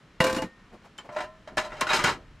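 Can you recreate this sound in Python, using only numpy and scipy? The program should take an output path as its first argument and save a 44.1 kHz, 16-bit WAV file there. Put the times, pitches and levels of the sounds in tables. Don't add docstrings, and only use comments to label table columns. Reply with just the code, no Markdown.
import sys
import numpy as np
from scipy import signal
from scipy.fft import rfft, irfft
from scipy.io import wavfile

SR = 44100
rng = np.random.default_rng(int(sys.argv[2]) if len(sys.argv) > 2 else 0)


def pcm_store(signal):
    levels = np.round(np.clip(np.atleast_2d(signal), -1, 1) * 32767)
    wavfile.write(sys.argv[1], SR, levels.astype(np.int16).T)


N = 105840
T = np.arange(N) / SR


# pitch_hz, density_db (dB per Hz)
AIR_COLOUR = [(30, -3.5), (70, -10), (170, -6), (700, -19.5), (1300, -16), (3000, -24), (7000, -36.5),
              (15000, -60)]
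AIR_DB = -56
# start_s, rumble_db
BREEZE_LIFT = [(0, 6), (1.1, 0.62), (1.7, 14), (2.3, 15.2)]
BREEZE_HZ = 106

# start_s (the peak), width_s, level_db, bass_db
RUSTLES = [(0.744, 0.013, -43, -8), (0.858, 0.012, -40.5, -38), (1.06, 0.011, -41.5, -17),
           (1.529, 0.018, -55.5, 10), (2.171, 0.034, -47.5, -2)]
# pitch_hz, density_db (dB per Hz)
RUSTLE_COLOUR = [(60, -33), (200, 12.5), (600, 7), (1400, -7), (2600, -18), (7000, -28.5), (15000, -45)]

ROCK_DB, ROCK_T60_S, ROCK_CUT_HZ = -29.5, 0.43, 2300

# start_s, level_db (before the tone tilt)
RIM_CLICKS = [(0.24, -37), (.3265, -41.5), (0.419, -45), (0.979, -53), (1.57, -42.5), (1.8094, -31),
              (2.039, -33)]
RIM_CLICK_T60_S, RIM_CLICK_TREBLE_DB = 0.029, 19

# start_s, level_db, bass_db, treble_db, ring_db
CLINKS = [(.9845, -38.5, -4, -2, 3.5)]
# pitch_hz, level_db, t60_s
UTENSIL_MODES = [(3070, -.5, .07), (7320, -8, .06)]

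# start_s, level_db, bass_db, treble_db, ring_db, pitch_hz (of the clang)
KNOCKS = [(1.090, -37.5, 4, -19, 4.5, 687), (1.163, -28, -4.5, -9.5, 6, 609),
          (1.184, -31.5, 0, -6, -17, 1442), (1.204, -30.5, -3, -3, -25, 724),
          (1.238, -37, 5.5, -9, -6, 629), (1.474, -39.5, -0.5, -6, 5.5, 623),
          (1.571, -21, -1, -7.5, 3, 1730), (1.578, -22.5, -10, 2.5, -7, 1008),
          (1.719, -35.5, -1, -22.5, -2, 1960), (1.812, -19, -6.5, -5, -2.5, 1060),
          (1.868, -27, -5, -1.5, -14, 1458), (1.903, -22.5, -8, -5, 0, 2470),
          (1.9317, -18, -5.5, 3, -22, 907), (1.99, -23.5, -2.5, 0, -26, 1217),
          (2.040, -17.5, 2.5, 2, -17, 1464), (2.079, -21.5, 0.5, -10, -31, 1070)]
# start_s, length_s, level_db, bass_db, treble_db, ring_db
SLIDES = [(1.112, 0.13, -55.5, 1, 2.5, 19), (1.589, 0.076, -44, 3.5, 1.5, 9.5),
          (1.688, 0.24, -46, -1, -4.5, 5), (1.884, 0.056, -24.5, -26, -5.5, -11),
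          (1.941, 0.031, -30.5, 1.5, 9.5, -5), (1.989, 0.046, -33, 2, -3, -11),
          (2.052, 0.044, -26, -0.5, 0, -17), (2.104, 0.027, -34, 4.5, -5.5, -32)]
SLIDE_ROUGH_DB = 4
# start_s (the peak), width_s, pitch_hz, level_db
SQUEALS = [(1.645, 0.013, 3940, -46), (1.906, 0.0074, 3850, -25)]
SQUEAL_WAVER = 0.079
# pitch_hz, level_db, t60_s
TRAY_MODES = [(603, -9.5, 0.21), (631, -18, 0.49), (729, -19.5, 0.31), (918, -21, 0.24), (1017, -21, 0.21),
              (1028, -21, 0.44), (1344, -23.5, 0.4), (1807, -29, 0.56), (2480, -40, .15)]
# pitch_hz, density_db (dB per Hz)
TRAY_COLOUR = [(50, -17.5), (150, -7), (400, -4), (700, -6), (1050, 0), (1700, -3.5), (2600, -7.5),
               (4500, -14.5), (7200, -19.5), (10500, -34.5), (15000, -51)]
GRIP_DETUNE, GRIP_PER_S = 0.014, 24
PLATE_CLANG_DB, PLATE_CLANG_T60_S = -1.5, .15
CATCH_PING_DB, CATCH_PING_T60_S = 2, .07
CATCH_PING_HZ = (800, 6000)

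# start_s, level_db, bass_db, treble_db, ring_db, pitch_hz (of the clang)
LID_HITS = [(.2025, -19.5, -18, -1.5, 5.5, 2760), (.2055, -24, 0, -3, 2, 1900),
            (.240, -22.5, 0.5, 1, 6, 870), (.266, -23, -2, -1, -8, 2350), (.296, -28, 0, 0.5, -1, 1577),
            (.327, -36, 11, 5, -20, 310), (.346, -30, -10, 0, -20, 866), (.363, -27, 4, 0, -30, 296),
            (.438, -47, 20, -6, -9, 185), (.385, -37, 9, -3, 11.5, 522), (.421, -28.5, 5, -6, -4, 877)]
# pitch_hz, level_db, t60_s
LID_MODES = [(288, -26.5, 0.51), (521, -4, 0.44), (654, -15.5, 0.36), (866, -11, 0.24), (1023, -13.5, 0.48),
             (1142, -25, 0.94), (1568, -15.5, 0.39), (2848, -11.5, 0.12)]
# pitch_hz, density_db (dB per Hz)
LID_COLOUR = [(50, -8), (130, -6.5), (250, 5.5), (420, -0.5), (900, -4.5), (1900, -6), (3500, -11.5),
              (7500, -17.5), (12500, -30.5), (15000, -45)]
LID_CLANG_DB, LID_CLANG_T60_S = -2.5, .1
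SEATED_S, SEATED_DB_PER_S = 0.415, 270
# start_s, level_db
POT_THUDS = [(0.2042, -9), (0.42, -29)]
# pitch_hz, level_db, t60_s
POT_MODES = [(161.7, -3.5, 0.036), (880, -12, 0.074), (1456, -6.5, 0.017), (1834, -24.5, 0.77),
             (1970, -2.5, 0.023)]

LID_CLATTER_T60_S, TRAY_CLATTER_T60_S = 0.14, 0.14
CLATTER_SLOPE = 0.025
BASS_HZ, TREBLE_HZ = 412, 2900
RIPPLE_DB, RIPPLE_HZ = 3.5, 60
ATTACK_S = .0016
PHASE_SLIP = 0.87
STRIKE_CHANCE_DB = 2.5

# pitch_hz, side_db
WIDTH = [(30, -16), (120, -31), (500, -22.5), (3000, -11), (9000, -11.5), (13000, 2)]
LEFT_DB_PER_HZ = .00028
EDGES_HZ = 22 * 2 ** np.arange(0, 9.7, .4)
CUTOFF_HZ = 14900


def from_db(db):
    return 10 ** (np.asarray(db) / 20)


def at_hz(points, hz):
    pitches, values = np.transpose(points)
    return np.interp(np.log(hz), np.log(pitches), values)


def bands(colour, ripple_db=0):
    centres = np.sqrt(EDGES_HZ[1:] * EDGES_HZ[:-1])
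    gains = from_db(at_hz(colour, centres)) * np.sqrt(np.diff(EDGES_HZ))
    gains = gains / np.linalg.norm(gains)
    heights = np.clip(rng.standard_normal(N), -2, 2)
    spectrum_hz = np.arange(N // 2 + 1) * SR / N
    ripple = from_db(ripple_db * np.interp(spectrum_hz / RIPPLE_HZ, np.arange(N), heights))
    white = irfft(rfft(rng.standard_normal((2, 2, N))) * ripple, N)
    ears = np.array([[1], [-1]])
    for k, (hz, gain) in enumerate(zip(centres, gains)):
        band_filter = signal.butter(2, EDGES_HZ[k:k + 2], "band", fs=SR, output="sos")
        mid, side = signal.sosfilt(band_filter, white[k % 2])
        pan = from_db(ears * LEFT_DB_PER_HZ * hz / 2)
        stereo = mid + ears * from_db(at_hz(WIDTH, hz)) * side
        yield hz, gain * pan * stereo / mid.std()


def tone_db(hz, bass_db, treble_db):
    bass = bass_db / (1 + (hz / BASS_HZ) ** 3)
    treble = treble_db / (1 + (TREBLE_HZ / hz) ** 3)
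    return bass + treble


def swell(s, width):
    return 1 / np.cosh(np.clip((T - s) / width, -20, 20))


def clicks(s, sizes):
    samples = (np.asarray(s) * SR).astype(int)
    return np.bincount(samples, sizes, N)[:N] + 1e-18


def stored(energy_in, t60):
    rise = np.exp(-1 / (ATTACK_S * SR))
    leak = from_db(-120 / (t60 * SR))
    return signal.lfilter([1 - rise], np.poly([rise, leak]), energy_in)


def ring(s, db, hz, t60, detune=0):
    blows = clicks(s, from_db(db) ** 2)
    energy = stored(blows, t60)
    share = np.sqrt(blows / (energy + blows))
    jolts = clicks(s, rng.standard_normal(len(s))) * PHASE_SLIP * share
    bend = detune * np.interp(T * GRIP_PER_S, np.arange(256), rng.standard_normal(256))
    turns = np.cumsum(hz * (1 + bend)) / SR + rng.random()
    return np.sqrt(energy) * np.sin(2 * np.pi * turns + np.cumsum(jolts))


def ringing(contacts, modes, detune=0):
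    s, db, _, _, ring_db = np.transpose(contacts)
    chance_db = STRIKE_CHANCE_DB * rng.standard_normal((len(s), len(modes)))
    return sum(ring(s, db + ring_db + mode_db + chance_db[:, k], hz, t60, detune)
               for k, (hz, mode_db, t60) in enumerate(modes))


def clatter(contacts, colour, clatter_t60):
    s, db, bass_db, treble_db, _ = np.transpose(contacts)
    out = np.zeros((2, N))
    for hz, noise in bands(colour, RIPPLE_DB):
        t60 = clatter_t60 * (hz / 1000) ** -CLATTER_SLOPE
        band_db = db + tone_db(hz, bass_db, treble_db)
        energy = stored(clicks(s, from_db(band_db) ** 2), t60)
        out += noise * np.sqrt(energy)
    return out


def pings(rows, t60):
    out, t = np.zeros(N + SR), T[:SR // 2]
    envelope = from_db(-60 * t / t60) * (1 - np.exp(-2 * t / ATTACK_S))
    for (s, db, hz), turn in zip(rows, rng.random(len(rows))):
        i = int(s * SR)
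        out[i:i + len(t)] += from_db(db) * envelope * np.sin(2 * np.pi * (hz * t + turn))
    return out[:N]


def clangs(hits, clang_db, t60):
    rows = [(s, db + clang_db + tone_db(hz, bass_db, treble_db), hz)
            for s, db, bass_db, treble_db, _, hz in hits]
    return pings(rows, t60)


def air():
    breeze_db = np.interp(T, *np.transpose(BREEZE_LIFT))
    hiss = sum(noise * from_db(breeze_db / (1 + (hz / BREEZE_HZ) ** 2))
               for hz, noise in bands(AIR_COLOUR))
    return from_db(AIR_DB) * hiss


def rock(x):
    t = T[:SR]
    fade = from_db(-60 * t / ROCK_T60_S) * (t > .008)
    mid, side = rng.standard_normal((2, SR)) * fade
    ears = [mid + 0.75 * side, mid - 0.057 * side]
    dull = signal.butter(1, ROCK_CUT_HZ, fs=SR, output="sos")
    tail = signal.sosfilt(dull, ears) / np.linalg.norm(mid)
    return from_db(ROCK_DB) * signal.fftconvolve(x, tail, axes=1)[:, :N]


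def rustles():
    swells = [(from_db(db) * swell(s, width), bass_db) for s, width, db, bass_db in RUSTLES]
    out = np.zeros((2, N))
    for hz, noise in bands(RUSTLE_COLOUR):
        out += noise * sum(level * from_db(tone_db(hz, bass_db, 0)) for level, bass_db in swells)
    return out


def utensil():
    body = clatter(CLINKS, TRAY_COLOUR, TRAY_CLATTER_T60_S)
    return body + ringing(CLINKS, UTENSIL_MODES)


def rim_clicks():
    contacts = [(s, db, -RIM_CLICK_TREBLE_DB, RIM_CLICK_TREBLE_DB, 0) for s, db in RIM_CLICKS]
    return clatter(contacts, LID_COLOUR, RIM_CLICK_T60_S)


def slide(start, length, db, bass_db, treble_db, ring_db, count=48):
    s = start + length * (np.arange(count) + rng.random(count)) / count
    share_db = 10 * np.log10(length / count * np.log(10 ** 6) / TRAY_CLATTER_T60_S)
    catch_db = db + share_db + SLIDE_ROUGH_DB * np.clip(rng.standard_normal(count), -2, 2)
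    return [(t, level, bass_db, treble_db, ring_db) for t, level in zip(s, catch_db)]


def rattle(catches):
    low, high = CATCH_PING_HZ
    pitches = low * (high / low) ** rng.random(len(catches))
    rows = []
    for (s, db, bass_db, treble_db, _), hz in zip(catches, pitches):
        colour_db = at_hz(TRAY_COLOUR, hz) / 2
        rows.append((s, db + CATCH_PING_DB + colour_db + tone_db(hz, bass_db, treble_db), hz))
    return pings(rows, CATCH_PING_T60_S)


def squeals():
    waver = np.cumsum(rng.standard_normal(N)) * SQUEAL_WAVER
    return sum(from_db(db) * swell(s, width) * np.sin(2 * np.pi * hz * T + waver)
               for s, width, hz, db in SQUEALS)


def plates():
    catches = [catch for row in SLIDES for catch in slide(*row)]
    contacts = [row[:-1] for row in KNOCKS] + catches
    body = clatter(contacts, TRAY_COLOUR, TRAY_CLATTER_T60_S)
    modes = ringing(contacts, TRAY_MODES, GRIP_DETUNE)
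    knock_clangs = clangs(KNOCKS, PLATE_CLANG_DB, PLATE_CLANG_T60_S)
    return body + modes + knock_clangs + rattle(catches) + squeals()


def pot():
    s, db = np.transpose(POT_THUDS)
    return sum(ring(s, db + mode_db, hz, t60) for hz, mode_db, t60 in POT_MODES)


def lid():
    contacts = [row[:-1] for row in LID_HITS]
    damping = from_db(-SEATED_DB_PER_S * np.maximum(T - SEATED_S, 0))
    body = clatter(contacts, LID_COLOUR, LID_CLATTER_T60_S)
    modes = damping * ringing(contacts, LID_MODES)
    return body + modes + clangs(LID_HITS, LID_CLANG_DB, LID_CLANG_T60_S)


def scene():
    ware = lid() + pot() + plates() + utensil() + rim_clicks()
    return air() + rock(ware) + rustles() + ware


def record(dry):
    steep = signal.ellip(10, .1, 80, CUTOFF_HZ, fs=SR, output="sos")
    return signal.sosfilt(steep, dry)


dry = scene()
out = record(dry)
pcm_store(out)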